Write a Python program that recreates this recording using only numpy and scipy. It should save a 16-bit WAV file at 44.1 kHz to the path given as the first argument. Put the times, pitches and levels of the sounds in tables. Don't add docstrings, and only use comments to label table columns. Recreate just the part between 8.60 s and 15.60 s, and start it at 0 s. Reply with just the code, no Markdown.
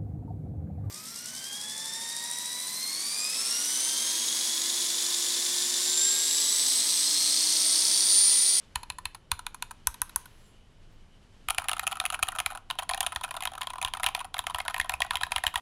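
import sys
import numpy as np
from scipy import signal
from scipy.fft import rfft, irfft, next_fast_len
from scipy.io import wavfile
from scipy.ndimage import map_coordinates

SR = 44100
rng = np.random.default_rng(int(sys.argv[2]) if len(sys.argv) > 2 else 0)


def file_out(sig):
    cols = np.atleast_2d(sig).T
    lim = np.clip(cols, -1, 1)
    pcm = np.round(lim * 32767).astype(np.int16)
    wavfile.write(sys.argv[1], SR, pcm)


def invert_db(x):
    u = np.asarray(x, float) / 20
    return 10 ** u


N = 308700
LENGTH = 2048


def unit(x):
    return x / np.sqrt(np.mean(x ** 2) + 1e-20)


def energy_one(rows):
    return rows / np.linalg.norm(rows, axis=1, keepdims=True)


def along(points, hz):
    point_hz, value = np.transpose(points)
    return np.interp(np.log(hz + 1), np.log(point_hz + 1), value)


def filtered(x, response):
    n = x.shape[-1]
    padded = next_fast_len(n + min(n, 8192))
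    spectrum = rfft(x, padded) * response(np.fft.rfftfreq(padded, 1 / SR))
    return irfft(spectrum, padded)[..., :n]


def resonances(peaks):
    def response(hz):
        total = 0
        for k, (centre, width, db) in enumerate(peaks):
            damping = 1j * hz * width
            total = total + (-1) ** k * invert_db(db) * damping / (centre * centre - hz * hz + damping)
        return total
    return response


def low_cut(x, edge_hz):
    b, a = signal.butter(7, edge_hz, "high", analog=True)
    return filtered(x, lambda hz: signal.freqs(b, a, hz)[1])


def place(times, rows):
    at = np.round(np.asarray(times) * SR).astype(int)[:, None] + np.arange(rows.shape[1])
    return np.bincount(at.ravel(), rows.ravel(), N + SR)[:N]


def wander(per_second):
    return map_coordinates(rng.standard_normal(200), [np.arange(N) * per_second / SR])


# freq_hz [Hz], level_db [dB per Hz]
AIR_SPECTRUM = [(12, -29.5), (20, 6.5), (36, -11.5), (90, -10.5), (330, -24.5), (1500, -37.5), (8410, -70),
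                (9670, -53.5), (16000, -101)]
# freq_hz [Hz], width_hz [Hz], level_db [dB]
FAN_BAND = [(3000, 150, 2)]
# freq_hz [Hz], level_db [dB per Hz]
CLOTH_SPECTRUM = [(500, 1), (3000, 0), (7500, -9), (11500, -15.5), (13200, -32), (17000, -52)]
# start_s [s], level_db [dB]
SLEEVE_LEVEL = [(0, -63), (.62, -71.5), (1.3, -64.5), (1.599, -60.5), (1.901, -67), (2.101, -69),
                (2.849, -66.5), (4.05, -72), (4.5, -68), (5.7, -74.5), (7, -64)]


def background():
    air = unit(filtered(rng.standard_normal(N), lambda hz: invert_db(along(AIR_SPECTRUM, hz))))
    fan = unit(filtered(rng.standard_normal(N), resonances(FAN_BAND)))
    cloth = unit(filtered(rng.standard_normal(N), lambda hz: invert_db(along(CLOTH_SPECTRUM, hz))))
    rub = wander(25)
    sleeve_db = np.interp(np.arange(N) / SR, *np.transpose(SLEEVE_LEVEL))
    return invert_db(-54.5) * air + invert_db(-76 + 2.9 * rub[::-1]) * fan + invert_db(sleeve_db + 1.1 * rub) * cloth


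# freq_hz [Hz], t60_s [s]
ROOM_DECAY = [(600, 0.52), (3000, 0.32), (12000, 0.19)]


def room(x):
    out, step = np.zeros(N + SR), SR // 4
    for i in range(0, N, step):
        hz, t, bins = signal.stft(rng.standard_normal(SR // 3), SR, nperseg=256)
        decay = invert_db(-60 * t / along(ROOM_DECAY, hz)[:, None])
        tail = signal.istft(bins * decay, SR, nperseg=256)[1]
        wet = signal.fftconvolve(x[i:i + step], tail / np.linalg.norm(tail))
        out[i + 130:][:len(wet)] += wet
    return out[:N]


# start_s [s, centre], length_s [s], pitch_hz [Hz], width_hz [Hz], level_db [dB]
BRUSHES = [
    (1.86, .08, 7450, 350, -75),
    (1.78, .17, 10500, 500, -73),
    (1.69, .14, 12900, 4800, -78),
    (1.61, .06, 6400, 700, -71),
    (1.94, .09, 2940, 130, -72),
    (2.33, .025, 14100, 2900, -83),
]


def brush():
    t, out = np.arange(N) / SR, 0
    for s, length, hz, width, db in BRUSHES:
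        hiss = unit(filtered(rng.standard_normal(N), resonances([(hz, width, 0)])))
        snag_db = 1.5 * wander(18)
        out = out + invert_db(db + snag_db) * np.exp(-((t - s) / length) ** 2) * hiss
    return out


# start_s [s], level_db [dB]
DESK_THUMPS = [(0.158, -33.5), (0.3, -44), (0.456, -39.5), (0.721, -32.5), (1.275, -32.5), (1.4206, -40),
               (1.563, -40.5), (2.881, -40), (2.981, -63), (3.128, -57), (3.626, -40), (3.802, -58),
               (3.862, -65), (4.296, -46), (4.3458, -55), (4.471, -51), (4.562, -41), (5.249, -41.5),
               (5.4631, -54), (5.791, -53), (5.946, -39), (6.2, -48), (6.338, -42), (6.4, -42),
               (6.555, -53), (6.633, -53), (6.763, -41), (6.8658, -39), (6.955, -46)]


def desk():
    nudges = [(s, cap_db - 25) for s, _, cap_db, *_ in presses()]
    s, db = np.transpose(DESK_THUMPS + nudges)
    t = np.arange(2 * LENGTH) / SR
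    hz = 62 * (1 + .1 * rng.standard_normal((len(s), 1)))
    swing = -np.cos(2 * np.pi * hz * t) * t / 0.017 * np.exp(1 - t / 0.0068)
    return place(s, invert_db(db + 7.5)[:, None] * swing)


def rings(modes, favoured_hz, push, unlike_db, swell_s):
    t = np.arange(LENGTH) / SR
    luck = rng.standard_normal((len(push), 2 * len(modes)))
    ring = 0
    for k, (hz, db, t60) in enumerate(modes):
        t60 = np.clip(t60, .004, .045)
        tuned_hz = hz * (1 + .012 * luck[:, 2 * k, None])
        scatter_db = unlike_db * luck[:, 2 * k + 1]
        place_db = 10 * np.exp(-((favoured_hz - hz) / (.1 * hz)) ** 2)
        decay = invert_db((db + scatter_db + place_db)[:, None] - 60 * t / t60)
        ring = ring + decay * np.sin(2 * np.pi * tuned_hz * t)
    ring = ring * (1 - np.exp(-t / swell_s))
    return energy_one(signal.fftconvolve(ring, push, axes=1)[:, :LENGTH])


def contacts(table, case_modes, cap_modes, stem, chatter_s, chatter_db, click_s, rise_s, unlike_db, snap_db):
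    missing = 6 - len(table[0])
    s, case_db, cap_db, click_db, case_hz, cap_hz = np.pad(table, ((0, 0), (0, missing))).T
    t = np.arange(LENGTH) / SR
    noise = rng.standard_normal((len(s), 3, LENGTH))
    rise = 1 - np.exp(-t / rise_s)

    blow = t / rise_s * np.exp(1 - t / rise_s)
    bounces = noise[:, 0] ** 3 * rise * np.exp(-t / chatter_s)
    push = blow + invert_db(chatter_db) * bounces
    case = rings(case_modes, case_hz, push, unlike_db, swell_s=0.00061)
    cap = rings(cap_modes, cap_hz, push, unlike_db, swell_s=0.00018)

    snap = invert_db(snap_db) * (np.arange(LENGTH) == 2)
    spring = invert_db(-39.0 - 60 * t / 0.03)
    buzz = noise[:, 1] * rise * (np.exp(-t / click_s) + spring)
    burst = snap + buzz + invert_db(-7) * np.gradient(push, axis=1)
    click = energy_one(filtered(burst, stem(s, noise[:, 2, :1])))

    shake = noise[:, 2] * np.abs(noise[:, 0]) * rise * invert_db(-60 * t / 0.091)
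    rattle = filtered(shake, resonances([(2440, 830, 0)]))
    mutter = filtered(shake, resonances([(960, 374, 0), (1450, 270, -2)]))
    cap = cap + invert_db(-17.5) * energy_one(rattle)
    case = case + invert_db(-10.0) * energy_one(mutter)

    sound = invert_db(case_db)[:, None] * case + invert_db(cap_db)[:, None] * cap + invert_db(click_db)[:, None] * click
    return place(s, invert_db(19.5) * sound)


def slides(table):
    t = np.arange(-400, 0) / SR
    scrape = rng.standard_normal((len(table), len(t))) * invert_db(60 * t / 0.014)
    scrape = filtered(scrape, resonances([(2500, 3100, -1.0), (10000, 3300, -4.5)]))
    return place(table[:, 0] + t[0], invert_db(table[:, 2, None] - 4) * energy_one(scrape))


# [dB, case over the usual]
FIRST_STROKES = [(2.8862, -22.5, -27.5, 2720, 1), (2.9, -27.5, -33, 2560, -7),
                 (2.9052, -22.5, -20.5, 2880, 2), (2.9831, -17.5, -23, 2770, 1),
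                 (3.0853, -22, -23.5, 2600, -0.5), (3.094, -22.5, -24, 2600, -1),
                 (3.115, -25.5, -28.5, 2880, 0), (3.1322, -25, -28.5, 2930, -0.5),
                 (3.195, -22, -27, 2500, -1.5), (3.2686, -21.5, -24, 2520, -1),
                 (3.276, -22, -23.5, 2550, -4), (3.327, -28, -36, 2860, -3.5), (3.4009, -20, -24, 2540, -3),
                 (3.4535, -22, -24, 2540, -5), (3.4615, -24.5, -26.5, 2540, -3.5),
                 (3.502, -27, -28.5, 2830, -2), (3.5442, -24.5, -29, 2520, -1.5),
                 (3.6277, -17, -20.5, 2540, 2), (3.6323, -23.5, -23, 2620, -5),
                 (3.6863, -25, -26, 2850, -1), (3.7865, -25, -31, 2820, 0),
                 (3.8017, -22.5, -25, 2730, -1.5), (3.8615, -19, -23, 2540, 0.5)]
SECOND_STROKES = [(4.1017, -25.5, -38, 3420, 0), (4.1092, -24.5, -34, 3200, 0),
                  (4.1878, -24, -35, 3250, 0.82), (4.192, -27.5, -32.5, 2470, 1.3),
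                  (4.197, -34, -37, 1880, 0.2), (4.2926, -25.5, -26, 3570, 0.59),
                  (4.2972, -24.5, -31, 2060, 1.1), (4.3143, -34, -38, 2410, 0),
                  (4.3358, -24.5, -37, 2960, 0), (4.346, -27, -30.5, 2400, 0.67),
                  (4.4062, -23, -20, 3560, 0), (4.4088, -24.5, -32, 3300, 0), (4.4646, -23, -25, 3860, 0),
                  (4.469, -26, -27, 3180, 0), (4.5607, -22.5, -30.5, 3780, 0), (4.6389, -45, -42, 1750, 0),
                  (4.854, -24, -27.5, 3630, 2), (4.8735, -25.5, -35, 3180, 0.35),
                  (5.0175, -27, -45, 3080, 0), (5.071, -27.5, -36, 3080, 0.29),
                  (5.227, -28, -28.5, 2800, 0), (5.2485, -20, -28.5, 3050, 0), (5.337, -25, -32, 3200, 0),
                  (5.433, -22, -26, 2190, 1.7), (5.4421, -23, -25, 3500, 0.89),
                  (5.4632, -16.5, -24, 3300, 2.9), (5.4693, -21.5, -32, 3180, 0),
                  (5.488, -30.5, -32, 2840, 0.23), (5.5495, -21, -28, 3220, 1.6)]
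THIRD_STROKES = [(5.7426, -28, -34.5, 2930, 0.5), (5.7912, -22, -26, 3330, 2.5),
                 (5.8682, -23.5, -31, 2250, 1), (5.9464, -23.5, -32.5, 3230, 1),
                 (5.9846, -30.5, -34, 1880, 1.5), (6.0025, -24.5, -38, 2130, -1),
                 (6.081, -21.5, -29, 2010, 2), (6.1435, -22.5, -33, 2250, -3.5),
                 (6.164, -28, -41, 2340, -2.5), (6.1995, -16, -27.5, 1690, -5),
                 (6.2126, -25.5, -35, 2130, -11), (6.295, -21, -26.5, 1630, 1.5),
                 (6.3386, -23.5, -31.5, 2500, 0), (6.4043, -27, -30, 3160, 4),
                 (6.4196, -15, -28.5, 1880, -3.5), (6.5083, -19.5, -29.5, 1880, 2.5),
                 (6.5558, -20, -29, 3030, -2), (6.5699, -27, -35, 1870, -9), (6.6115, -28.5, -39, 3340, 1),
                 (6.6339, -17, -27.5, 1870, -2.5), (6.7195, -20, -26.5, 1680, 1.5),
                 (6.7615, -18, -26, 3180, 1.5), (6.7818, -24.5, -33.5, 2320, -3),
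                 (6.838, -20.5, -28.5, 1880, 1.5), (6.8487, -36, -45, 2050, 4),
                 (6.8668, -15, -25, 1870, -6), (6.8778, -28.5, -39, 2400, -5.5),
                 (6.9572, -18.5, -26, 2020, 3.5)]
# [Hz, favoured]
HAND_PLACES = [
    (-29, 1310),
    (-31, 950),
    (-29.5, 1000),
]


def presses():
    rows = []
    for run, (case_db, case_hz) in zip((FIRST_STROKES, SECOND_STROKES, THIRD_STROKES), HAND_PLACES):
        s, cap_db, click_db, plate_hz, extra_db = np.transpose(run)
        excess_db = cap_db + 38.5
        body_db = case_db + extra_db + 0.28 * excess_db
        rows.append(np.transpose([s, body_db, cap_db, click_db, case_hz + 0 * s, plate_hz]))
    return np.vstack(rows)


# start_s [s], case_db [dB], cap_db [dB]
FIRST_REBOUNDS = [(2.9467, -35.5, -35.5), (2.9965, -32, -40), (3.0188, -31.5, -46), (3.042, -35, -38.5),
                  (3.0485, -40, -52), (3.1664, -30, -39), (3.233, -30.5, -39.5), (3.2385, -35, -39.5),
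                  (3.313, -34, -38), (3.319, -27, -31.5), (3.3554, -34, -39.5), (3.37, -31, -38),
                  (3.4115, -26.5, -42), (3.4393, -28.5, -42), (3.5242, -28, -34), (3.5295, -34, -37),
                  (3.5395, -26, -38), (3.5502, -35, -36), (3.591, -29, -40), (3.681, -29, -42),
                  (3.7198, -34, -36.5), (3.7276, -33.5, -58), (3.7502, -30, -43), (3.7607, -31, -37),
                  (3.7906, -29, -29), (3.9033, -31, -40.5), (3.9113, -43, -40), (3.9502, -31.5, -39),
                  (3.9741, -35.5, -40)]
SECOND_REBOUNDS = [(4.223, -29.5, -40), (4.2301, -34, -38.5), (4.3107, -24.5, -31), (4.3757, -28, -31.5),
                   (4.429, -28.5, -28.5), (4.4376, -32, -42), (4.5213, -28.5, -33.5), (4.5268, -32, -38),
                   (4.611, -31, -38.5), (4.6361, -43, -31.5), (4.646, -28, -30.5), (4.6795, -37, -48),
                   (4.709, -29, -29.5), (4.7415, -30.5, -39), (4.751, -36, -50), (4.7658, -26.5, -31.5),
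                   (4.8059, -32.5, -34), (4.8236, -30.5, -30), (4.8354, -38, -32), (4.9354, -35, -40.5),
                   (4.951, -32.5, -50), (4.9781, -29.5, -41)]
THIRD_REBOUNDS = [(5.009, -30, -39), (5.0144, -43, -29.5), (5.031, -33, -34), (5.103, -31, -33.5),
                  (5.1343, -30, -38), (5.1567, -31.5, -42), (5.1827, -28.5, -39.5), (5.215, -29.5, -27.5),
                  (5.233, -29, -40), (5.26, -29.5, -38), (5.282, -32.5, -36), (5.3481, -30.5, -39),
                  (5.37, -30, -34.5), (5.398, -28, -37), (5.565, -49, -40), (5.5755, -31.5, -44),
                  (5.592, -37, -33.5), (5.6039, -32, -35), (5.6103, -28.5, -38), (5.6452, -31.5, -38)]
LAST_REBOUNDS = [(5.767, -47, -44), (5.781, -38, -32), (5.84, -36, -44.5), (5.898, -28, -36),
                 (5.9056, -31.5, -38), (5.9585, -30.5, -39), (5.9985, -38, -46), (6.051, -32, -40),
                 (6.06, -32, -47), (6.0989, -29, -36), (6.1077, -31, -37), (6.1796, -29, -33),
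                 (6.245, -31.5, -39), (6.259, -36, -48), (6.3066, -33, -44), (6.3194, -30.5, -36),
                 (6.447, -30, -40), (6.464, -37, -43), (6.533, -30, -37), (6.5421, -32.5, -43),
                 (6.6197, -32, -38), (6.6667, -31.5, -40), (6.708, -41, -47), (6.7558, -34, -47),
                 (6.94, -29, -36), (6.9751, -30.5, -33), (6.982, -37, -40)]
# [Hz, favoured]
REBOUND_COLOURS = [
    (-1, 1290),
    (-3, 1074),
    (-3.5, 1020),
    (-4, 1070),
]


def returns():
    rows = []
    words = (FIRST_REBOUNDS, SECOND_REBOUNDS, THIRD_REBOUNDS, LAST_REBOUNDS)
    for word, (click_db, case_hz) in zip(words, REBOUND_COLOURS):
        for s, case_db, cap_db in word:
            rows.append((s, case_db, cap_db, cap_db + click_db, case_hz))
    return rows


# pitch_hz [Hz], width_hz [Hz], level_db [dB]
STEM_MODES = [(4080, 200, -16), (7100, 990, 3), (10570, 2100, -5.5), (9600, 690, 14), (14200, 1200, -27)]
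# start_s [s], pitch_hz [Hz]
STEM_PITCH = [(2.9, 9860), (3.5, 9800), (4.6, 9600), (5.4, 9600), (5.8, 9970), (6.9, 10000)]


def typed_stem(s, luck):
    main_hz = np.interp(s, *np.transpose(STEM_PITCH))[:, None]
    size = STEM_MODES[3][0] / main_hz + .025 * luck
    return lambda hz: resonances(STEM_MODES)(hz * size)


# start_s [s], case_db [dB], cap_db [dB], click_db [dB]
EDGE_STROKES = [
    (0.1572, -24, -23.5, -25),
    (0.3012, -31.5, -26.5, -30.5),
    (0.455, -30, -24.5, -28.5),
    (0.7164, -23, -20, -21),
    (0.8663, -28, -27.5, -31),
    (1.0242, -28, -27.5, -28),
    (1.2714, -23, -27.5, -14.5),
    (1.4175, -25.5, -30.5, -17.5),
    (1.56, -26, -37.5, -16.5),
]
# start_s [s], case_db [dB], cap_db [dB], click_db [dB]
EDGE_REBOUNDS = [
    (0.2314, -35, -39, -39.5),
    (0.3844, -32.5, -41, -37.5),
    (0.5468, -36.5, -39, -42),
    (0.7919, -32.5, -39.5, -37),
    (0.9449, -35.5, -42.5, -37),
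    (1.1094, -34.5, -43, -39),
    (1.3422, -41.5, -41.5, -39.5),
    (1.494, -45, -45, -43.5),
    (1.6565, -43.5, -49, -44.5),
]
# pitch_hz [Hz], level_db [dB], t60_s [s]
CASE_UNDER_FIRST = [(988, 10, 0.013), (1380, -1, 0.014), (1780, -1.5, 0.022)]
CASE_UNDER_SECOND = [(997, 6, 0.016), (1350, 2, 0.014), (1480, 1.5, 0.015)]
CASE_UNDER_CORNER = [(1008, 0.5, 0.021), (1372, -5, .0145), (1490, 2, 0.017), (1860, -8.5, 0.027)]
# pitch_hz [Hz], level_db [dB], t60_s [s]
PLATE_UNDER_FIRST = [(1920, -6.5, 0.023), (2590, 0.5, 0.02), (3000, 5, 0.011), (3630, 2.5, 0.013),
                     (4110, 6.5, 0.014), (4340, -10, 0.023)]
PLATE_UNDER_SECOND = [(2016, -16, 0.027), (2540, 3.5, .0135), (2860, -2.5, 0.019), (3640, 7.5, 0.0091),
                      (4040, 8, 0.0083)]
PLATE_UNDER_CORNER = [(2596, -7.5, 0.018), (3400, -4, 0.011), (3815, 1.5, 0.0067)]
# pitch_hz [Hz], width_hz [Hz], level_db [dB]
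STEM_OF_FIRST = [(6460, 320, -6.5), (7560, 840, -9.5), (9400, 570, -8.5), (10200, 420, -0.5),
                 (11100, 530, -6.5), (13700, 950, -17)]
STEM_OF_SECOND = [(5800, 190, -11), (6750, 730, -8.5), (7940, 730, -15), (9510, 223, 1), (11050, 390, -4.5),
                  (13150, 720, -14)]
STEM_OF_CORNER = [(6300, 450, -9), (7790, 440, -11.5), (9050, 430, -4), (10450, 430, -1),
                  (11400, 690, -0.5), (13010, 730, -24), (14200, 1500, -24.5)]


def edge_keys():
    out = 0
    bodies = [(CASE_UNDER_FIRST, PLATE_UNDER_FIRST, STEM_OF_FIRST),
              (CASE_UNDER_SECOND, PLATE_UNDER_SECOND, STEM_OF_SECOND),
              (CASE_UNDER_CORNER, PLATE_UNDER_CORNER, STEM_OF_CORNER)]
    for k, (case, cap, stem) in enumerate(bodies):
        own = slice(3 * k, 3 * k + 3)
        ring = lambda s, luck: resonances(stem)
        down = contacts(EDGE_STROKES[own], case, cap, ring, chatter_s=0.00043, chatter_db=-29.5,
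                        click_s=.0013, rise_s=.00004, unlike_db=1.0, snap_db=18)
        up = contacts(EDGE_REBOUNDS[own], case, cap, ring, chatter_s=0.0028, chatter_db=-12,
                      click_s=0.0031, rise_s=.0001, unlike_db=1.5, snap_db=11.5)
        out = out + down + up
    return out


# pitch_hz [Hz], level_db [dB], t60_s [s]
CASE_MODES = [(771.4, 14, 0.021), (1009.5, 10.5, 0.017), (1305, 13.5, 0.014), (1453, -3.5, 0.017)]
# pitch_hz [Hz], level_db [dB], t60_s [s]
PLATE_MODES = [(1880, -1.5, 0.014), (2147, -6, 0.017), (2540, 4, 0.0091), (2892, 3.5, 0.0079),
               (3180, 3, 0.009), (3594, 5.5, 0.0042)]
# start_s [s], case_db [dB], cap_db [dB], click_db [dB]
EDGE_ROCKING = [
    (0.3217, -59, -48, -53),
    (0.5517, -48, -46, -45),
    (0.1545, -53, -41, -48),
    (1.1154, -45.5, -52.5, -42.5),
]
# start_s [s], case_db [dB], cap_db [dB], click_db [dB]
TYPING_ROCKING = [(2.9802, -41, -36, -41), (3.0206, -38, -51, -40), (3.0538, -35, -49, -57.0),
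                  (3.0571, -53, -52, -60.0), (3.1705, -54, -41, -46), (3.1765, -45.0, -52.0, -66.0),
                  (3.1817, -40, -43, -42.0), (3.2287, -34, -54.0, -44.0), (3.3056, -44, -51, -70),
                  (3.5325, -45, -44, -41), (3.597, -42, -49, -46), (3.6563, -50, -47, -60),
                  (3.6707, -42, -39, -44), (3.7559, -36.5, -47, -47), (3.7727, -40, -55, -53),
                  (3.9203, -32, -43, -45), (3.931, -42, -49, -49.0), (3.957, -33, -45, -43.0),
                  (3.7533, -50, -43, -42), (4.0994, -38, -62, -50), (4.2341, -58, -55, -41),
                  (4.3332, -40, -55, -45.0), (4.4468, -36, -46, -45), (4.5495, -49, -49, -43),
                  (4.6321, -42, -48, -51.0), (4.6399, -27, -26.5, -32.5), (4.6903, -37.5, -43, -50.0),
                  (4.154, -43, -52, -54), (4.7521, -44, -51, -46.0), (4.7721, -31.5, -40, -42),
                  (4.9538, -48, -40, -45), (4.9184, -35.5, -46, -46), (4.9815, -48, -44, -41),
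                  (5.0419, -38, -41.0, -56.0), (5.0986, -42, -42, -51.0), (5.2753, -37, -31, -52),
                (5.4051, -36, -52, -47.0), (5.4281, -40, -58, -47), (5.453, -32, -44, -55.0),
                (5.4858, -29, -33, -58), (5.5072, -47, -53, -58.0), (5.5129, -43, -55, -62.0),
                (5.5192, -54, -57, -66.0), (5.5303, -56, -57, -70.0), (5.5585, -38, -49, -59),
                (5.6518, -39, -54, -43.5), (5.7617, -39, -48, -55), (5.7672, -33, -31.5, -51),
                (5.9406, -61, -58, -54), (5.9785, -51, -47, -72.0), (5.9892, -35, -37, -42.0),
                (6.016, -51, -53, -43), (6.0259, -54, -54, -64.0), (6.2046, -45, -42, -37),
                (6.1378, -46, -59.0, -59.0), (6.174, -46, -53, -66), (6.182, -49, -39, -41),
                (6.3036, -42, -51, -53.0), (6.3335, -34, -46, -48), (6.5444, -32, -49, -46),
                (6.6074, -43.0, -42.0, -54.0), (6.713, -53, -60, -59.0), (6.7295, -37, -47, -49.0),
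                (6.7402, -54, -51, -57.0), (6.8734, -53, -41, -43), (6.8929, -51, -52, -60.0),
                (4.5693, -37, -53, -55), (6.9437, -33, -45.0, -47)]


def keys():
    down = presses()
    typed = contacts(down, CASE_MODES, PLATE_MODES, typed_stem, chatter_s=0.0011, chatter_db=-9.0,
                     click_s=0.0013, rise_s=.00005, unlike_db=3, snap_db=12)
    loose = contacts(returns(), CASE_MODES, PLATE_MODES, typed_stem, chatter_s=0.003, chatter_db=-11.5,
                     click_s=0.0015, rise_s=.00005, unlike_db=5.5, snap_db=4)
    rocking = EDGE_ROCKING + TYPING_ROCKING
    ticks = contacts(rocking, CASE_MODES, PLATE_MODES, typed_stem, chatter_s=0.0014, chatter_db=-16.5,
                     click_s=0.00077, rise_s=.00005, unlike_db=4.0, snap_db=9)
    scrapes = slides(np.array([row[:3] for row in [*down, *EDGE_STROKES]]))
    typing = low_cut(typed + loose + ticks + scrapes, edge_hz=677)
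    edge = edge_keys()
    mat = filtered(edge, resonances([(500, 154, -6.5)]))
    dull = mat - low_cut(mat, edge_hz=600)
    return typing + low_cut(edge, edge_hz=890) + dull


def scene():
    dry = keys()
    return (dry + invert_db(-19.0) * room(dry) + desk() + brush() + background())[None]


def top_cut(x):
    return signal.sosfilt(signal.butter(12, 16990, fs=SR, output="sos"), x)


def record(dry):
    top = lambda hz: 1 / (1 + (hz / 15800) ** 60)
    mix = filtered(dry, top)
    return top_cut(mix)


dry = scene()
out = record(dry)
file_out(out)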